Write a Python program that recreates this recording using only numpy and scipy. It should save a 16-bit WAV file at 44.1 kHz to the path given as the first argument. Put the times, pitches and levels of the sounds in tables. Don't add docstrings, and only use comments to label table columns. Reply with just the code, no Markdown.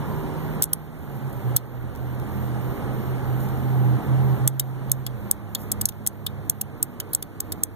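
import sys
import numpy as np
from scipy import signal
from scipy.fft import rfft, irfft, next_fast_len
from scipy.io import wavfile
from scipy.ndimage import uniform_filter1d, minimum_filter1d, map_coordinates

SR = 44100
rng = np.random.default_rng(int(sys.argv[2]) if len(sys.argv) > 2 else 0)


def magnitude_from_level(level_db):
    exponent = np.asarray(level_db, float) / 20
    return 10 ** exponent


def master_out(mix):
    frames = np.transpose(np.atleast_2d(mix))
    ceiling = np.clip(frames, -1, 1)
    pcm = np.round(ceiling * 32767).astype(np.int16)
    wavfile.write(sys.argv[1], SR, pcm)


N = 342113

# (time [s], firing tone [Hz], level [dB])
ENGINE = [(0, 148, -33), (.58, 156, -32.5), (.99, 151.2, -36.5), (1.15, 134, -26.5), (1.49, 122.5, -21.5),
          (1.79, 121.7, -26), (2.1, 123.7, -25.5), (2.7, 125.8, -29), (3.35, 127.8, -24),
          (3.89, 126.2, -18), (4.45, 130.1, -19.5), (4.71, 130.2, -25), (5.06, 129.7, -23.5),
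          (5.25, 117.3, -27.5), (5.5, 104.5, -29.5), (6.46, 102, -30), (6.85, 101, -38),
          (7.76, 99.7, -34.5)]
# (time [s], depth [dB], half length [s])
NULLS = [(1.202, -10, 0.02), (1.335, -12.5, 0.031), (1.42, -22, 0.021), (1.637, -7.5, 0.1),
         (1.951, -19, 0.04), (2.293, -6, 0.088), (2.788, -12, 0.045), (3.044, -13, 0.02),
         (3.182, -5, 0.081), (3.568, -7.5, 0.12), (4.028, -30, 0.042), (4.38, -20, 0.024),
         (5.047, -13, 0.0099), (5.202, -17, 0.022), (5.347, -22, 0.059), (5.57, -5, 0.056), (5.98, -2, 0.2),
         (6.097, -8, 0.034)]
# (time [s], level [dB])
UPPER_SWELLS = [(.45, -47), (1.22, -37), (2.4, -36.5), (2.96, -40), (3.55, -38), (3.9, -38), (4.25, -37),
                (5.23, -35.5), (5.48, -41.5), (5.75, -36), (6.05, -37), (6.35, -38.5), (6.65, -40)]
# (time [s], level [dB])
LOWER_SWELLS = [(1.06, -44), (1.4, -52), (1.9, -35), (2.2, -36), (2.42, -34), (2.75, -41), (3.05, -39),
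                (3.55, -35), (4.2, -35.5), (5.23, -41), (6.3, -34.5), (7.67, -49)]
UPPER_HZ, LOWER_HZ = 206.6, 80
SWELL_S, BOOM_REST_DB = .12, -55
# (frequency [Hz], level [dB per Hz])
RUMBLE = [(20, -120), (50, -3.5), (120, 3), (250, -1.5), (450, -6), (800, -13.5), (1200, -14), (2000, -22),
          (3000, -29), (4500, -39.5), (7000, -57), (12000, -120)]
# (frequency [Hz], level [dB per Hz])
TYRES = [(500, -120), (650, -2), (800, 8), (950, 0.5), (1200, -22.5), (1700, -120)]
# (time [s], level [dB])
TRAFFIC = [(0, -48), (1.2, -44.5), (2.6, -46.5), (4, -41), (5, -46), (7.76, -49)]
# (frequency [Hz], level [dB per Hz])
HISS = [(1500, -120), (3500, -1), (6000, -5), (8000, -2), (10500, -2.5), (12300, 0), (13500, 4),
        (16500, -12)]
# (frequency [Hz], level [dB per Hz])
PUFFS = [(8, -43), (25, -1), (50, -2), (90, -3), (200, -32.5), (500, -120)]
# (time [s], rise [dB], half length [s])
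GUSTS = [
    (2, 4.5, .3),
    (5, 6, .4),
    (5.854, 6.5, 0.11),
]
RUMBLE_DB, HISS_DB, WIND_DB = -32, -53.5, -41.5
WIND_FADE_DB_PER_S = -0.35
# (from [s], to [s], on or off)
WHINE_ODD = [
    (3.43, 3.58, 1),
    (3.75, 3.88, 1),
    (3.88, 3.9, 0),
    (3.925, 4.02, 0),
]
WHINE_HZ, WHINE_PERIOD, WHINE_ON, WHINE_START = 14002, .3198, .175, .0585
# (frequency [Hz], level [dB per Hz])
PASSING = [(600, -120), (800, -7), (970, 2), (1150, -10), (1500, -120)]
PASS_S, PASS_HALF_S, PASS_DB = 0.12, 0.38, -43
# (time [s], half length [s], frequency [Hz], level [dB])
DRONES = [(0.3, .35, 386, -45), (0.5, .12, 138, -40), (1.3, .25, 380, -47), (2.85, .6, 316, -47),
          (2.9, .6, 385, -47), (3.7, .2, 385, -45), (3.85, .3, 255, -46), (3.9, .35, 316, -44),
          (3.95, .25, 175, -42), (4.1, .2, 450, -46), (4.3, .12, 408, -43), (4.35, .15, 320, -44),
          (6.85, .2, 242, -44), (6.9, .3, 305, -44), (7.05, .25, 450, -44), (7.5, .25, 318, -45),
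          (7.65, .2, 457, -44)]
IDLER_HZ, IDLER_S, IDLER_HALF_S, IDLER_DB = 139.4, 6.33, 0.6, -35.5

# (time [s], peak [dB], low part relative
# [dB])
TICKS = [(0.3746, -37, -23), (1.329, -33, -11), (1.8295, -49.5, -9), (1.951, -33, -7), (1.96, -31, -13),
         (1.9741, -38, -14), (2.148, -38, -17), (2.1982, -32, -5), (2.2947, -44, -17), (2.318, -39.5, -18),
         (3.2547, -48.5, -15), (3.3295, -38, -19), (3.401, -34, -14), (3.406, -30, -9), (3.414, -35, -10),
         (3.488, -27.5, -11), (3.493, -39, -12), (3.497, -37, -12), (4.4369, -44, 0), (4.8966, -28.5, -5),
         (5.5852, -45, 0), (5.9223, -42.5, 3)]
# (time [s], half length [s], level [dB])
RUBS = [
    (1.216, 0.32, -57),
    (2.345, 0.17, -56.5),
    (3.427, 0.042, -45),
    (5.621, 0.057, -47),
]
# (frequency [Hz], level [dB per Hz])
CLOTH = [(3000, -120), (5000, -11), (9000, -12.5), (13000, 2), (16500, -6.5)]

# (frequency [Hz], width [Hz], level [dB])
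CASE = [(1840, 2400, -6.5), (2930, 700, 3), (3500, 630, 2), (5080, 440, -1)]
# (frequency [Hz], width [Hz], level [dB])
ARMATURE = [(5500, 1400, -9.5), (6800, 290, -5.5), (7800, 380, 4), (8310, 1500, -5)]
# (frequency [Hz], width [Hz], level [dB])
SPRING = [(9800, 430, -1), (10830, 1450, -1.5), (11640, 650, -0.5), (12200, 310, -1), (14000, 960, 0.5),
          (14300, 500, 0.5), (15300, 350, 1)]
# (peak time [s], armature [dB], rise [ms], case relative [dB], spring relative [dB])
PULLS = [(0.6237, -12, 1.9, -16, 8), (0.64, -17.5, 0.9, -13.5, 8), (1.5646, -13, 1.7, -18, 8),
         (4.4769, -10.5, 0.93, -5, 9.5), (4.9177, -12, 2, -14, 6.5), (5.313, -10.5, 1.6, -38.5, 4),
         (5.8564, -11.5, 2, -32, 4), (6.0738, -15, 1.7, -27, 6), (6.498, -11, 0.49, -17, 7),
         (6.8284, -13, 0.5, -16, 8.5), (7.1494, -11.5, 0.37, -24, 6), (7.6359, -11, 0.73, -16, 3.5)]
# (frequency [Hz], level [dB], swell [ms])
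CORE = [(2600, -51.5, 0.98), (4450, -21.5, 0.91), (6350, -7.5, 0.63), (7740, -9.5, 0.72), (8330, 4, 0.37),
        (10200, -3, 0.95), (11800, -1.5, 0.48), (14880, -12.5, 0.48), (15500, -8, 0.9), (3420, -27.5, 1.2),
        (5620, -19.5, 0.9), (14150, -8, 0.7)]
# (peak time [s], armature [dB], rise [ms], case relative [dB], spring relative [dB])
SNAPS = [(0.7341, -22, 3.1, -13, 8.5), (1.5682, -20, 1.8, -5.5, 10), (5.5498, -22, 1.3, -8, 6.5),
         (5.7176, -19.5, 1.45, -15.5, 5), (5.721, -21, 2.0, -21, 3.5), (5.8164, -24, 3.4, -12, 6),
         (6.6144, -26.5, 1.2, -21, 8), (7.229, -35, 4.7, -4, 6.5), (7.4054, -22.5, 1.3, -29, 8.5),
         (7.4087, -40, 0.72, -7, 2)]
# (peak time [s], armature [dB], fall [ms], case relative [dB], spring relative [dB])
RATTLES = [(0.632, -28, 3.9, -6, 8), (0.654, -45.5, 5, -8, 6), (1.5738, -39, 2.2, 2, 5),
           (4.597, -21, 3, -9.5, 7), (5.0657, -28, 2.1, -3, 5.5), (5.069, -41, 4.6, 5.5, -4),
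           (5.5529, -37, 2.3, 6, 10), (5.8906, -29, 3, -8.5, 2), (6.066, -28.5, 5, -8, 4.5),
           (6.266, -29, 3.3, 1.5, 7), (6.615, -26.5, 2.2, -17, 5.5), (7.0026, -27.5, 3.4, -5, 1),
           (7.134, -33.5, 2.9, -7, 16), (7.5221, -31.5, 2.52, -5, 7), (7.5246, -29, 2.5, -9, 4)]
# (peak time [s], armature [dB])
LET_GO = [(0.6222, -27), (1.5632, -24), (5.0657, -30), (5.812, -20), (5.8877, -24.5), (6.0644, -21.5),
          (6.264, -27), (6.6118, -26.5), (7.0005, -23), (7.1322, -31), (7.225, -29), (7.4029, -22),
          (7.5205, -25)]
# (peak time [s], armature [dB])
STIRS = [(5.8862, -42), (6.0632, -41), (6.2635, -41.5), (6.4945, -38), (7.131, -46), (7.634, -42.5)]
# (time [s], frequency [Hz], level [dB], t60 [s])
KNOCKS = [(0.7312, 3150, -35, 0.018), (0.7322, 5100, -31, .012), (1.5665, 3585, -32, 0.015),
          (1.5683, 4510, -26, .014), (4.5968, 5560, -30, .01), (4.5969, 4600, -27, .009),
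          (4.6015, 3800, -32, .02), (5.064, 4320, -37, .02), (5.067, 3380, -33, .025),
          (5.068, 2900, -35, .015), (5.551, 4330, -27, 0.014), (5.553, 3720, -27.5, 0.016),
          (5.5532, 3433, -28, 0.017), (5.7195, 5301, -34, .012), (5.7207, 4680, -32, .012),
          (5.8124, 3370, -35, .015), (5.8147, 2930, -31, .012), (5.815, 4700, -31, .012),
          (5.8897, 3800, -45, 0.018), (6.068, 3420, -34, .015), (6.2672, 3640, -21, 0.013),
          (6.268, 3400, -27, .02), (6.2683, 3100, -27, .015), (6.6143, 2801, -34, .012),
          (6.6144, 5500, -40, 0.013), (7.003, 3070, -36.5, 0.017), (7.004, 3100, -36, .03),
          (7.0036, 3770, -38, .02), (7.135, 3382, -40, .02), (7.136, 3950, -39, 0.017),
          (7.137, 4470, -35, .02), (7.2246, 3370, -43, .02), (7.227, 4400, -40, 0.022),
          (7.4048, 4470, -37, .012), (7.4052, 5300, -37, .01), (7.5206, 4400, -37, .02),
          (7.5207, 4900, -42, .02), (7.522, 3600, -37, .025), (7.6355, 4400, -31, .01),
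          (7.6356, 6400, -20, .006)]
PULL_FALL_MS, SNAP_FALL_MS, RATTLE_RISE_MS = 1.63, 0.83, 1.55
TICK_RISE_MS, TICK_FALL_MS, TICK_CASE_DB, TICK_SPRING_DB = 0.32, 0.47, -9, 5
LONGEST_T60 = .024
# (frequency [Hz], t60 [s])
FOOTWELL = [(2000, 0.13), (8000, 0.048), (16000, 0.069)]

# (time [s], level it drops to [dB])
DUCKS = [(0.622, -8.5), (.734, -8.5), (1.565, -8.5), (4.477, -8), (4.917, -7.5), (5.314, -8.5), (5.551, -6),
         (5.855, -9), (6.075, -10), (6.499, -10), (6.829, -9.5), (7.15, -10), (7.406, -8), (7.635, -10.5)]
# (delay [ms], level [dB])
HAND = [
    (0.308, -26.5),
    (0.518, -18),
]
# (frequency [Hz], left minus right [dB])
RELAY_TILT = [(2000, 2), (5000, 5), (6300, 2.5), (8600, 8), (9600, -7.5), (11500, 1), (13000, -1.5)]
# (frequency [Hz], phase taken back [radians])
RELAY_TURN = [(2500, 0.11), (3600, -0.17), (5000, 0.34), (6350, -0.54), (7650, -1.54), (8500, -0.31),
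              (10400, 0.39), (12000, 0.19), (14200, -0.0022)]
# (frequency [Hz], left minus right [dB])
PORT_TILT = [(30, -7), (130, -4.5), (400, -1.5), (1000, -0.5), (4000, -5.5), (12000, -4)]
# (frequency [Hz], phase taken back [radians])
PORT_TURN = [(30, 0.21), (130, 1.04), (300, 1.14), (600, 0.67), (1000, 0.4), (1500, 0.048), (3800, 0.41),
             (4900, 0.56), (6500, 0.39), (7900, -0.6), (10300, -0.053)]
PORT_LAG = 17.3 / 44100
# (frequency [Hz], level [dB])
MICROPHONE = [(15400, 0), (15800, -9), (16300, -12), (16900, -38), (17300, -60)]
# (frequency [Hz], level under the other of mid and side [dB])
THRIFT = [(2000, -20), (2550, -3.5), (4200, -6), (5050, -1), (7000, -7), (8050, -2), (9500, -8.5),
          (15200, -6)]


def unit(x):
    return x / np.sqrt(np.mean(x ** 2) + 1e-20)


def along(points, hz):
    f, v = np.transpose(points)
    return np.interp(np.log(hz + 1), np.log(f + 1), v)


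def curves(rows):
    s, *cols = np.transpose(rows)
    return [np.interp(np.arange(N) / SR, s, c) for c in cols]


def wobble(rate):
    knots = rng.standard_normal(int(N * rate / SR) + 4)
    return map_coordinates(knots, [np.arange(N) * rate / SR])


def bump(s, half):
    return np.exp(-((np.arange(N) / SR - s) / half) ** 2)


def filtered(x, response):
    m = next_fast_len(N + 8192)
    return irfft(rfft(x, m) * response(np.fft.rfftfreq(m, 1 / SR)), m)[..., :N]


def noise(spectrum):
    return unit(filtered(rng.standard_normal(N), lambda hz: magnitude_from_level(along(spectrum, hz))))


def ringing(x, modes):
    def sound(f):
        total = 0
        for k, (c, w, db) in enumerate(modes):
            total = total + (-1) ** k * magnitude_from_level(db) * 1j * f * w / (c * c - f * f + 1j * f * w)
        return total

    return filtered(x, sound) / np.sqrt(np.mean(abs(sound(np.arange(0, SR / 2, 10))) ** 2))


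def hum(hz, db, waver):
    phase = 2 * np.pi * np.cumsum(hz * (1 + waver * wobble(12))) / SR
    return np.sqrt(2) * magnitude_from_level(db) * np.sin(phase)


def boom(swells, hz, waver):
    level = magnitude_from_level(BOOM_REST_DB + 2.8 * wobble(3.4))
    level = level + sum(magnitude_from_level(db) * bump(s, SWELL_S) for s, db in swells)
    return level * hum(hz, 0, waver)


def engine():
    firing_hz, firing_db = curves(ENGINE)
    firing_db = firing_db + sum(db * bump(s, half) for s, db, half in NULLS)
    firing = hum(firing_hz, firing_db, waver=0.01027)
    return firing + boom(UPPER_SWELLS, UPPER_HZ, 0.0086) + boom(LOWER_SWELLS, LOWER_HZ, 0.039)


def rumble():
    tyre_db, = curves(TRAFFIC)
    cabin = magnitude_from_level(RUMBLE_DB + 0.76 * wobble(6)) * noise(RUMBLE)
    return cabin + magnitude_from_level(tyre_db + 0.51 * wobble(4.3)) * noise(TYRES)


def wind():
    wind_db = WIND_DB + WIND_FADE_DB_PER_S * np.arange(N) / SR
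    wind_db = wind_db + sum(db * bump(s, half) for s, db, half in GUSTS)
    return magnitude_from_level(wind_db + 3.1 * wobble(9.3)) * noise(PUFFS)


def whine(db=-53):
    t = np.arange(N) / SR
    on = 1. * ((t - WHINE_START) % WHINE_PERIOD < WHINE_ON)
    for start, end, state in WHINE_ODD:
        on[(t > start) & (t < end)] = state
    edges = [(t - WHINE_START - lag) % WHINE_PERIOD for lag in (-.003, WHINE_ON)]
    tick = sum(magnitude_from_level(db + 10.5 - 60 * since / .008) for since in edges) * noise(CLOTH)
    return magnitude_from_level(db) * uniform_filter1d(on, size=90) * np.sin(2 * np.pi * WHINE_HZ * t) + tick


def passing():
    return magnitude_from_level(PASS_DB) * bump(PASS_S, PASS_HALF_S) * noise(PASSING)


def drones():
    return sum(bump(s, half) * hum(hz, db + 2.9 * wobble(5.5), waver=0.01994) for s, half, hz, db in DRONES)


def handling():
    t, bright, dull = np.arange(N) / SR, np.zeros(N), np.zeros(N)
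    for s, db, low_db in TICKS:
        dying = magnitude_from_level(db - 6.5 - 60 * t[:900] / 0.011)
        bright[round(s * SR):][:900] += dying
        dull[round(s * SR):][:900] += dying * magnitude_from_level(low_db)
    stroke = sum(magnitude_from_level(db) * np.exp(-((t - s) / half) ** 2) for s, half, db in RUBS)
    stroke = stroke * magnitude_from_level(3.3 * wobble(160))
    body = unit(ringing(rng.standard_normal(N), ARMATURE[:2] + CASE))
    return (bright + stroke) * noise(CLOTH) + dull * body


def chatter(contacts, spiky_db):
    force, ms = np.zeros((3, N + 2000)), np.arange(-300, 1000) / SR * 1000
    for s, db, rise, fall, case_db, spring_db in contacts:
        shape_db = np.where(ms < 0, -8 * (ms / rise) ** 4, -9 * ms / fall)
        blows = rng.standard_normal((3, len(ms))) * magnitude_from_level(spiky_db * rng.standard_normal(len(ms)))
        blows /= np.sqrt(np.average(blows ** 2, axis=1, weights=magnitude_from_level(2 * shape_db)))[:, None]
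        part_db = np.array([[case_db], [0], [spring_db]])
        force[:, round(s * SR) - 300:][:, :len(ms)] += blows * magnitude_from_level(shape_db + db + part_db)
    return sum(ringing(f[:N], modes) for f, modes in zip(force, (CASE, ARMATURE, SPRING)))


def strikes(lead_ms=.75):
    out, ms = np.zeros(N + 400), np.arange(400) / SR * 1000
    for s, db, *_ in PULLS:
        start = round((s - lead_ms / 1000) * SR)
        for hz, mode_db, swell in CORE:
            detune, scatter_db = rng.normal(0, [.007, 1.1])
            envelope = ms / swell * np.exp(1 - ms / swell)
            ring = envelope * np.sin(2 * np.pi * hz * (1 + detune) * ms / 1000)
            out[start:][:400] += magnitude_from_level(db + mode_db + scatter_db) * ring
    return out[:N]


def knocks(split=0.023, partner_db=-8):
    out, t = np.zeros(N), np.arange(2000) / SR
    onset = 1 - np.exp(-t / 0.00068)
    for s, hz, db, t60 in KNOCKS:
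        partner = np.sin(2 * np.pi * (hz * (1 + split) * t + rng.random()))
        ring = np.sin(2 * np.pi * hz * t) + magnitude_from_level(partner_db) * partner
        out[round(s * SR):][:2000] += magnitude_from_level(db + 4.0 - 60 * t / min(t60, LONGEST_T60)) * onset * ring
    return out


def relay():
    touches = [(s - .0019, db - 19.0, .5, 1.1, -12, 9) for s, db, *_ in PULLS]
    pulls = [(s, db, rise, PULL_FALL_MS, *colour) for s, db, rise, *colour in PULLS]
    snaps = [(s, db, rise, SNAP_FALL_MS, *colour) for s, db, rise, *colour in SNAPS]
    rattles = [(s, db, RATTLE_RISE_MS, fall, *colour) for s, db, fall, *colour in RATTLES]
    tick_shape = (TICK_RISE_MS, TICK_FALL_MS, TICK_CASE_DB, TICK_SPRING_DB)
    ticks = [(s, db, *tick_shape) for s, db in LET_GO + STIRS]
    pull_in = strikes() + magnitude_from_level(-8.5) * chatter(pulls, spiky_db=1.0)
    return pull_in + knocks() + chatter(snaps + rattles + touches + ticks, spiky_db=4.5)


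def footwell(x, size=4096):
    blocks = np.pad(x, (0, -N % size)).reshape(-1, size)
    hz, t, z = signal.stft(rng.standard_normal(blocks.shape), SR, nperseg=128)
    dying = magnitude_from_level(-60 * t / along(FOOTWELL, hz)[:, None])
    tails = signal.istft(z * dying, SR, nperseg=128)[1][:, :size]
    tails = tails / np.linalg.norm(tails, axis=1)[:, None]
    wet = signal.fftconvolve(blocks, tails, axes=1)
    spill = np.pad(wet[:-1, size:], ((1, 0), (0, 1)))
    return (wet[:, :size] + spill).ravel()[:N]


def gain_db(recover=11, hold=0.14):
    t = np.arange(N) / SR
    gain = np.zeros(N)
    for s, db in DUCKS:
        gain = np.minimum(gain, np.where(t > s, db + recover * np.maximum(t - s - hold, 0), 0))
    return uniform_filter1d(gain, size=200)


def idler():
    return bump(IDLER_S, IDLER_HALF_S) * hum(IDLER_HZ, IDLER_DB + 2.5 * wobble(4.93), waver=0.013)


def ports(x, tilt, turn):
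    lead = lambda hz: np.pi - 2 * np.pi * hz * PORT_LAG - along(turn, hz)
    left = filtered(x, lambda hz: magnitude_from_level(along(tilt, hz) / 2) * np.exp(1j * lead(hz)))
    right = filtered(x, lambda hz: magnitude_from_level(-along(tilt, hz) / 2))
    return np.array([left, right])


def cupped(pair):
    echo = lambda hz: np.array([1 + magnitude_from_level(db) * np.exp(-2j * np.pi * hz * ms / 1000) for ms, db in HAND])
    return filtered(pair, echo)


def thrifty(x, loud_db=13):
    hz, t, z = signal.stft(np.array([x[0] + x[1], x[0] - x[1]]) / 2, SR, nperseg=512)
    low_hz = hz[:256, None]
    power = np.abs(z[:, :256].reshape(2, 64, 4, -1)) ** 2
    fickle = magnitude_from_level(6 * 1.4 * uniform_filter1d(rng.standard_normal((2, 64, len(t))), size=6))
    power = uniform_filter1d(power.sum(axis=2), size=5, axis=2) * fickle
    power = np.repeat(power, 4, axis=1)

    treble = (np.abs(z[:, 30:]) ** 2).sum(axis=(0, 1))
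    edge = np.diff(x[0] + x[1], prepend=0) ** 2
    crest = -minimum_filter1d(-edge, size=400) / uniform_filter1d(edge, size=2048)
    calm = np.interp(t * SR, np.arange(N), crest) < 29
    steady = (treble < magnitude_from_level(2 * loud_db) * np.median(treble)) & calm

    ducked_db = -1.2 - .3 * np.interp(t * SR, np.arange(N), gain_db())
    weak = power < magnitude_from_level(2 * (along(THRIFT, low_hz) + ducked_db)) * power[::-1]
    mid_top_hz = np.where(fickle[0, -1] > magnitude_from_level(4), 15650, 15050)
    top_hz = np.array([mid_top_hz, np.full(len(t), 15650)])
    dropped = weak | (low_hz > top_hz[:, None])
    z[:, :256] *= ~(dropped & steady)
    mid, side = signal.istft(z, SR, nperseg=512)[1][:, :N]
    return np.array([mid + side, mid - side])


def scene():
    gain, clicks = magnitude_from_level(gain_db()), relay()
    far = engine() + rumble() + magnitude_from_level(HISS_DB) * noise(HISS) + whine() + wind()
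    far += passing() + drones() + idler()
    apart = [magnitude_from_level(-7) * rumble() + magnitude_from_level(HISS_DB - 6) * noise(HISS) + magnitude_from_level(-9) * wind() for port in range(2)]
    echoes = magnitude_from_level(-23.0) * np.array([footwell(clicks) for port in range(2)])
    close = clicks + magnitude_from_level(-17.0) * footwell(clicks) + handling()
    near = cupped(ports(close, RELAY_TILT, RELAY_TURN)) + echoes
    return near + ports(gain * far, PORT_TILT, PORT_TURN) + gain * np.array(apart)


def band_limit(x):
    return signal.sosfilt(signal.butter(12, 16800, fs=SR, output="sos"), x)


def record(dry):
    heard = filtered(dry, lambda hz: magnitude_from_level(along(MICROPHONE, hz)))
    held = heard / (1 + np.abs(heard / 1.05) ** 6) ** (1 / 6)
    finished = thrifty(held)
    return band_limit(finished)


dry = scene()
out = record(dry)
master_out(out)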